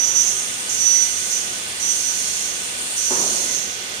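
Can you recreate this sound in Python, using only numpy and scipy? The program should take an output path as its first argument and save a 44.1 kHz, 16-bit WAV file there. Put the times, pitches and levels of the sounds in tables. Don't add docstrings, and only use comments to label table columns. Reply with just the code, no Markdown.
import sys
import numpy as np
from scipy import signal
from scipy.fft import rfft, irfft
from scipy.io import wavfile
from scipy.ndimage import uniform_filter1d

SR = 44100
rng = np.random.default_rng(int(sys.argv[2]) if len(sys.argv) > 2 else 0)


def unload_wav(signal):
    wavfile.write(
        sys.argv[1],
        SR,
        np.round(np.clip(np.atleast_2d(signal).T, -1, 1) * 32767).astype(np.int16),
    )


N = 176400
TIME_S, BIN_HZ = np.arange(N) / SR, np.fft.rfftfreq(N, 1 / SR)


def amp(db):
    return 10 ** (np.asarray(db) / 20)


def unit(x):
    return x / np.sqrt(np.mean(x ** 2) + 1e-20)


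def curve(points, hz):
    f, value = np.transpose(points)
    return np.interp(np.log(hz + 1), np.log(f + 1), value)


def envelope(points):
    t, db = np.transpose(points)
    return amp(np.interp(TIME_S, t, db))


def pan(side_db):
    half_db = np.atleast_1d(side_db) / 2
    gains = amp([half_db, -half_db])
    return gains / np.sqrt(np.mean(gains ** 2, 0))


def drift(rate_hz):
    return unit(irfft(rfft(rng.standard_normal(N)) / (1 + (BIN_HZ / rate_hz) ** 2), N))


def noise(gain, side_db, correlation):
    left, independent = rfft(rng.standard_normal((2, N)))
    right = correlation * left + np.sqrt(1 - correlation ** 2) * independent
    return unit(irfft(np.array([left, right]) * gain * pan(side_db), N))


def resonance(centre_hz, width_hz, side_db, correlation):
    detuning = 1.6 * (BIN_HZ - centre_hz) / width_hz
    return noise(1 / (1 + detuning ** 2), side_db, correlation)


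# f/Hz, correlation
CORRELATION = [(30, 0.59), (90, 1), (250, 0.84), (500, 0.73), (900, 0.18), (1500, -0.92), (2500, 0.046),
               (4000, -0.025), (15000, -0.11)]

def rush(spectrum, balance, ripple_db):
    ripple = np.array([unit(uniform_filter1d(rng.standard_normal(len(BIN_HZ)), 180)) for _ in range(2)])
    gain = amp(curve(spectrum, BIN_HZ) + ripple_db * ripple)
    return noise(gain, curve(balance, BIN_HZ), curve(CORRELATION, BIN_HZ))


# f/Hz, relative density/dB
RUMBLE_SPECTRUM = [(13, -41), (22, -10), (65, -7.5), (93, -15), (122, -5), (253, -3), (289, -7),
                   (361, -0.5), (1130, -3.5), (1210, 0), (1310, -2), (1460, 0.5), (1900, -6), (2470, -52),
                   (4180, -120)]
AIR_SPECTRUM = [(1000, -44), (1700, -4.5), (1990, -4.5), (2220, -3.5), (2480, -3), (3550, -1.5),
                (4560, -6.5), (6120, -5.5), (7710, -10), (9530, -13), (10100, -18.5), (13500, -22.5),
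                (15400, -19)]
# f/Hz, L-R/dB
ROOM_BALANCE = [(100, 0.5), (1300, -1), (2200, -4), (4500, -6), (6500, -18.5), (8000, 9), (9300, 3),
                (11500, 5.5), (15000, -16)]

def workshop():
    rumble = amp(-38.9 + 0.9 * drift(rate_hz=2.7)) * rush(RUMBLE_SPECTRUM, ROOM_BALANCE, ripple_db=0.63)
    air = amp(-30.43 + 0.22 * drift(rate_hz=20)) * rush(AIR_SPECTRUM, ROOM_BALANCE, ripple_db=2.4)
    return rumble + air


# f/Hz, width/Hz, relative level/dB, L-R/dB, correlation
MACHINE_MODES = [(98.5, 12, -61, 0, .97), (197, 20, -62, 0, .9), (263, 8, -61, 0, .9),
                 (360, 14, -63, 0, .8), (1462, 15, -58, 0, -.1), (1512, 35, -50.5, 0, -.15),
                 (1785, 20, -57, -3, 0), (2762, 40, -54, -5, 0), (3440, 120, -49, -6, 0),
                 (4748, 25, -52, -5, .2), (9165, 30, -56, 6, 0)]

def machine_hum(gain_db=4):
    return sum(amp(gain_db + db) * resonance(hz, width_hz, side_db, correlation)
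               for hz, width_hz, db, side_db, correlation in MACHINE_MODES)


# t/s, relative level/dB
DRIVE_LEVEL = [(0.0, -47), (0.2, -48), (0.89, -48), (0.96, -38), (1.58, -51), (1.8, -45), (3.19, -57),
               (3.35, -58), (3.49, -37), (3.6, -45), (3.97, -43), (4.0, -53)]

def drive_whine(gain_db=-1):
    whine = resonance(centre_hz=2050, width_hz=180, side_db=-4.5, correlation=0)
    return amp(gain_db) * envelope(DRIVE_LEVEL) * whine


# f/Hz, initial level/dB, L-R/dB
MOTOR_TONES = [(98, -63, 0), (1240, -54.5, 0), (9342, -42.5, 11), (9422, -47, 9), (9599, -51.5, 6)]

def motors(wander_hz=3.78, flutter_db=2.5, fade_db_per_s=-1.8, spread_rad_per_khz=0.3):
    out = np.zeros((2, N))
    for hz, db, side_db in MOTOR_TONES:
        phase = 2 * np.pi * np.cumsum(hz + wander_hz * drift(rate_hz=15.7)) / SR
        spread_rad = min(spread_rad_per_khz * hz / 1000, 1) * drift(rate_hz=1.8)
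        rms = amp(db + fade_db_per_s * TIME_S + flutter_db * drift(rate_hz=13))
        out += np.sqrt(2) * rms * pan(side_db) * np.sin([phase + spread_rad, phase - spread_rad])
    return out


# t/s, relative level/dB, tilt/(dB/octave)
KNOCK_HITS = [(3.105, 0, 1.5), (3.114, -1, 2), (3.132, -0.5, -7), (3.232, -2.5, -7), (3.327, -6, -2)]
# f/Hz, relative level/dB, T60/s
BOTTLE_MODES = [(170, -19, 0.33), (237, -11, 0.23), (372, 4.5, 0.074), (480, -15, 0.089), (585, -8, 0.26),
                (883, 1.5, 0.067), (1196, -5, 0.063)]

def bottle_knock(gain_db=-29, rise_s=0.0028, pivot_hz=400):
    out = np.zeros(N)
    for start_s, hit_db, tilt in KNOCK_HITS:
        age_s = np.maximum(TIME_S - start_s, 0)
        attack = np.minimum(age_s / rise_s, 1)
        for hz, mode_db, t60_s in BOTTLE_MODES:
            db = hit_db + mode_db + tilt * np.log2(hz / pivot_hz) - 60 * age_s / t60_s
            out += attack * amp(db) * np.sin(2 * np.pi * (hz * age_s + rng.random()))
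    return amp(gain_db) * out


# f/Hz, relative density/dB
HALL_SPECTRUM = [(40, -38), (100, -18), (170, -2.5), (350, -0.5), (550, 0.5), (720, -3.5), (950, 0.5),
                 (1400, -1.5), (1900, -10), (2700, -15), (5000, -37)]
# f/Hz, T60/s
HALL_T60 = [(150, 1.9), (400, 2.4), (1000, 1.1), (3000, 0.8)]

def hall_wash(gain_db=-26, rise_s=0.0068):
    start_s = KNOCK_HITS[0][0]
    wash = rush(HALL_SPECTRUM, ROOM_BALANCE, ripple_db=-0.5)
    hz, frame_s, frames = signal.stft(wash, SR, nperseg=512)
    decay = amp(-60 * np.maximum(frame_s - start_s, 0) / curve(HALL_T60, hz)[:, None])
    _, tail = signal.istft(frames * decay, SR, nperseg=512)
    attack = np.clip((TIME_S - start_s) / rise_s, 0, 1)
    return amp(gain_db) * attack * tail[:, :N]


# t/s, relative level/dB
SPRAY_LEVEL = [(0.0, -51), (0.1, -51), (0.2, -54), (0.5, -65), (0.87, -38.5), (1.67, -48), (1.94, -40),
               (2.22, -39), (2.25, -36.5), (2.62, -48), (3.26, -36.5), (3.55, -39), (3.66, -49), (4.0, -50)]
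# f/Hz, relative density/dB
SPRAY_SPECTRUM = [(2500, -25), (4300, 18), (7500, -9), (10000, 6), (12000, -6), (15000, -3)]

def air_spray(gain_db=4):
    fizz = noise(amp(curve(SPRAY_SPECTRUM, BIN_HZ)), side_db=-4, correlation=0)
    return amp(gain_db) * envelope(SPRAY_LEVEL) * fizz


# t/s, relative level/dB
LEAK_LEVEL = [(0.0, -38), (0.11, -39), (0.23, -32.5), (1.27, -31.5), (1.49, -35), (1.77, -34.5),
              (1.96, -29.5), (2.16, -33), (2.21, -29), (2.22, -31), (2.76, -34), (2.81, -30.5), (3.46, -30),
              (3.73, -45), (3.94, -41), (4.0, -43)]
# f/Hz, relative density/dB
LEAK_SPECTRUM = [(5000, -35), (7000, -0.5), (7800, -4.5), (8600, 2), (9200, 0), (10000, -8), (11000, -17),
                 (12500, -23), (15000, -20.5)]
# f/Hz, L-R/dB
LEAK_BALANCE = [(7000, -6), (8000, -13.5), (8800, 6.5), (9500, 10), (11000, -13), (13000, 0), (15000, -12)]

def leak(gain_db=3, flutter_db=0.81):
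    gain = envelope(LEAK_LEVEL) * amp(gain_db + flutter_db * drift(rate_hz=17))
    return gain * rush(LEAK_SPECTRUM, LEAK_BALANCE, ripple_db=1.1)


# t/s, relative level/dB
VALVE_CYCLES = [
    [(0.0, -28), (0.076, -23.5), (0.144, -27.5), (0.162, -21), (0.304, -23), (0.364, -29), (0.376, -27.5),
     (0.664, -39.5), (0.67, -40)],
    [(0.67, -50), (0.696, -24), (0.946, -25), (1.116, -27.5), (1.28, -29), (1.326, -23), (1.606, -37),
     (1.622, -38), (1.785, -44)],
    [(1.785, -49), (1.791, -49), (1.803, -28), (1.909, -24.5), (2.019, -27), (2.437, -27), (2.443, -27),
     (2.769, -42), (2.93, -40)],
    [(2.93, -36), (2.94, -45), (2.98, -26), (3.138, -23), (3.472, -26.5), (3.56, -24.5), (3.858, -39.5),
     (3.952, -37.5), (4.0, -41)],
]
# f/Hz, relative density/dB
JET_SPECTRUM = [(3500, -33.5), (5000, -13), (5550, -7), (5850, -0.5), (6200, -0.5), (6650, 2.5), (7000, -4),
                (7400, -3), (7900, -16.5), (9500, -18), (12000, -20.5), (15000, -30)]
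# f/Hz, L-R/dB
JET_BALANCE = [(4000, -4), (5500, -5), (6300, -15), (7300, -11.5), (8500, -1), (11000, 6), (15000, -18)]
# f/Hz, width/Hz, relative level/dB
NOZZLE_MODES = [(5338, 30, -17), (5531, 30, -10.5), (5701, 22, -13), (5953, 26, -4), (6080, 32, -9.5),
                (6165, 40, -10), (6260, 22, -7), (6315, 30, -8.5), (6458, 22, -11), (6618, 40, -8.5),
                (6735, 20, -15), (6938, 45, -15)]

def air_jet(air_db=0.5, flutter_db=0.5, ring_db=-2.5):
    ring = sum(amp(ring_db + db) * resonance(hz, width_hz, side_db=-12, correlation=0)
               for hz, width_hz, db in NOZZLE_MODES)
    air = amp(air_db + flutter_db * drift(rate_hz=14)) * rush(JET_SPECTRUM, JET_BALANCE, ripple_db=0)
    return envelope(np.vstack(VALVE_CYCLES)) * (air + ring)


# main f/Hz, upper f/Hz
WHISTLE_PITCHES = (5951, 6268)
# t/s, length/s, main level/dB, upper level/dB
WHISTLE_EVENTS = [(-.03, 0.14, -18, -38), (0.142, 0.059, -16, -34), (0.2, 0.11, -27, -24),
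                  (0.352, 0.06, -38, -26), (0.79, 0.097, -17.5, -44), (0.847, 0.19, -13.5, -41),
                  (1.063, 0.11, -29.5, -48), (1.293, 0.046, -23, -42), (1.819, .1, -21.5, -34),
                  (1.916, 0.087, -32, -30), (2.022, 0.081, -24, -44), (3.05, 0.16, -22.5, -49),
                  (3.503, 0.038, -38, -25.5)]

def whistle(rise_s=0.019, sag_db_per_s=-7, t60_s=0.28, wander_hz=7.97, flutter_db=0.5):
    events = np.array(WHISTLE_EVENTS)
    start_s, length_s = events[:, :1], events[:, 1:2]
    age_s = np.maximum(TIME_S - start_s, 0)
    sag_db = sag_db_per_s * np.minimum(age_s, length_s)
    release_db = -60 * np.maximum(age_s - length_s, 0) / t60_s
    shapes = np.minimum(age_s / rise_s, 1) * amp(sag_db + release_db)
    out = np.zeros(N)
    for hz, levels_db in zip(WHISTLE_PITCHES, events[:, 2:].T):
        strongest = (shapes * amp(levels_db)[:, None]).max(axis=0)
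        flutter = amp(flutter_db * drift(rate_hz=30))
        phase = 2 * np.pi * np.cumsum(hz + wander_hz * drift(rate_hz=39)) / SR
        out += strongest * flutter * np.sin(phase)
    return np.sqrt(2) * out * pan(side_db=-18)


def scene():
    machinery = machine_hum() + drive_whine() + workshop() + motors()
    compressed_air = air_jet() + whistle() + leak() + air_spray()
    return machinery + compressed_air + bottle_knock() + hall_wash()


def record(dry):
    cutoff_hz = 15560
    lowpass = signal.firwin(2047, cutoff_hz, window=("kaiser", 9), fs=SR)
    return signal.oaconvolve(dry, lowpass[None], "same")


dry = scene()
out = record(dry)
unload_wav(out)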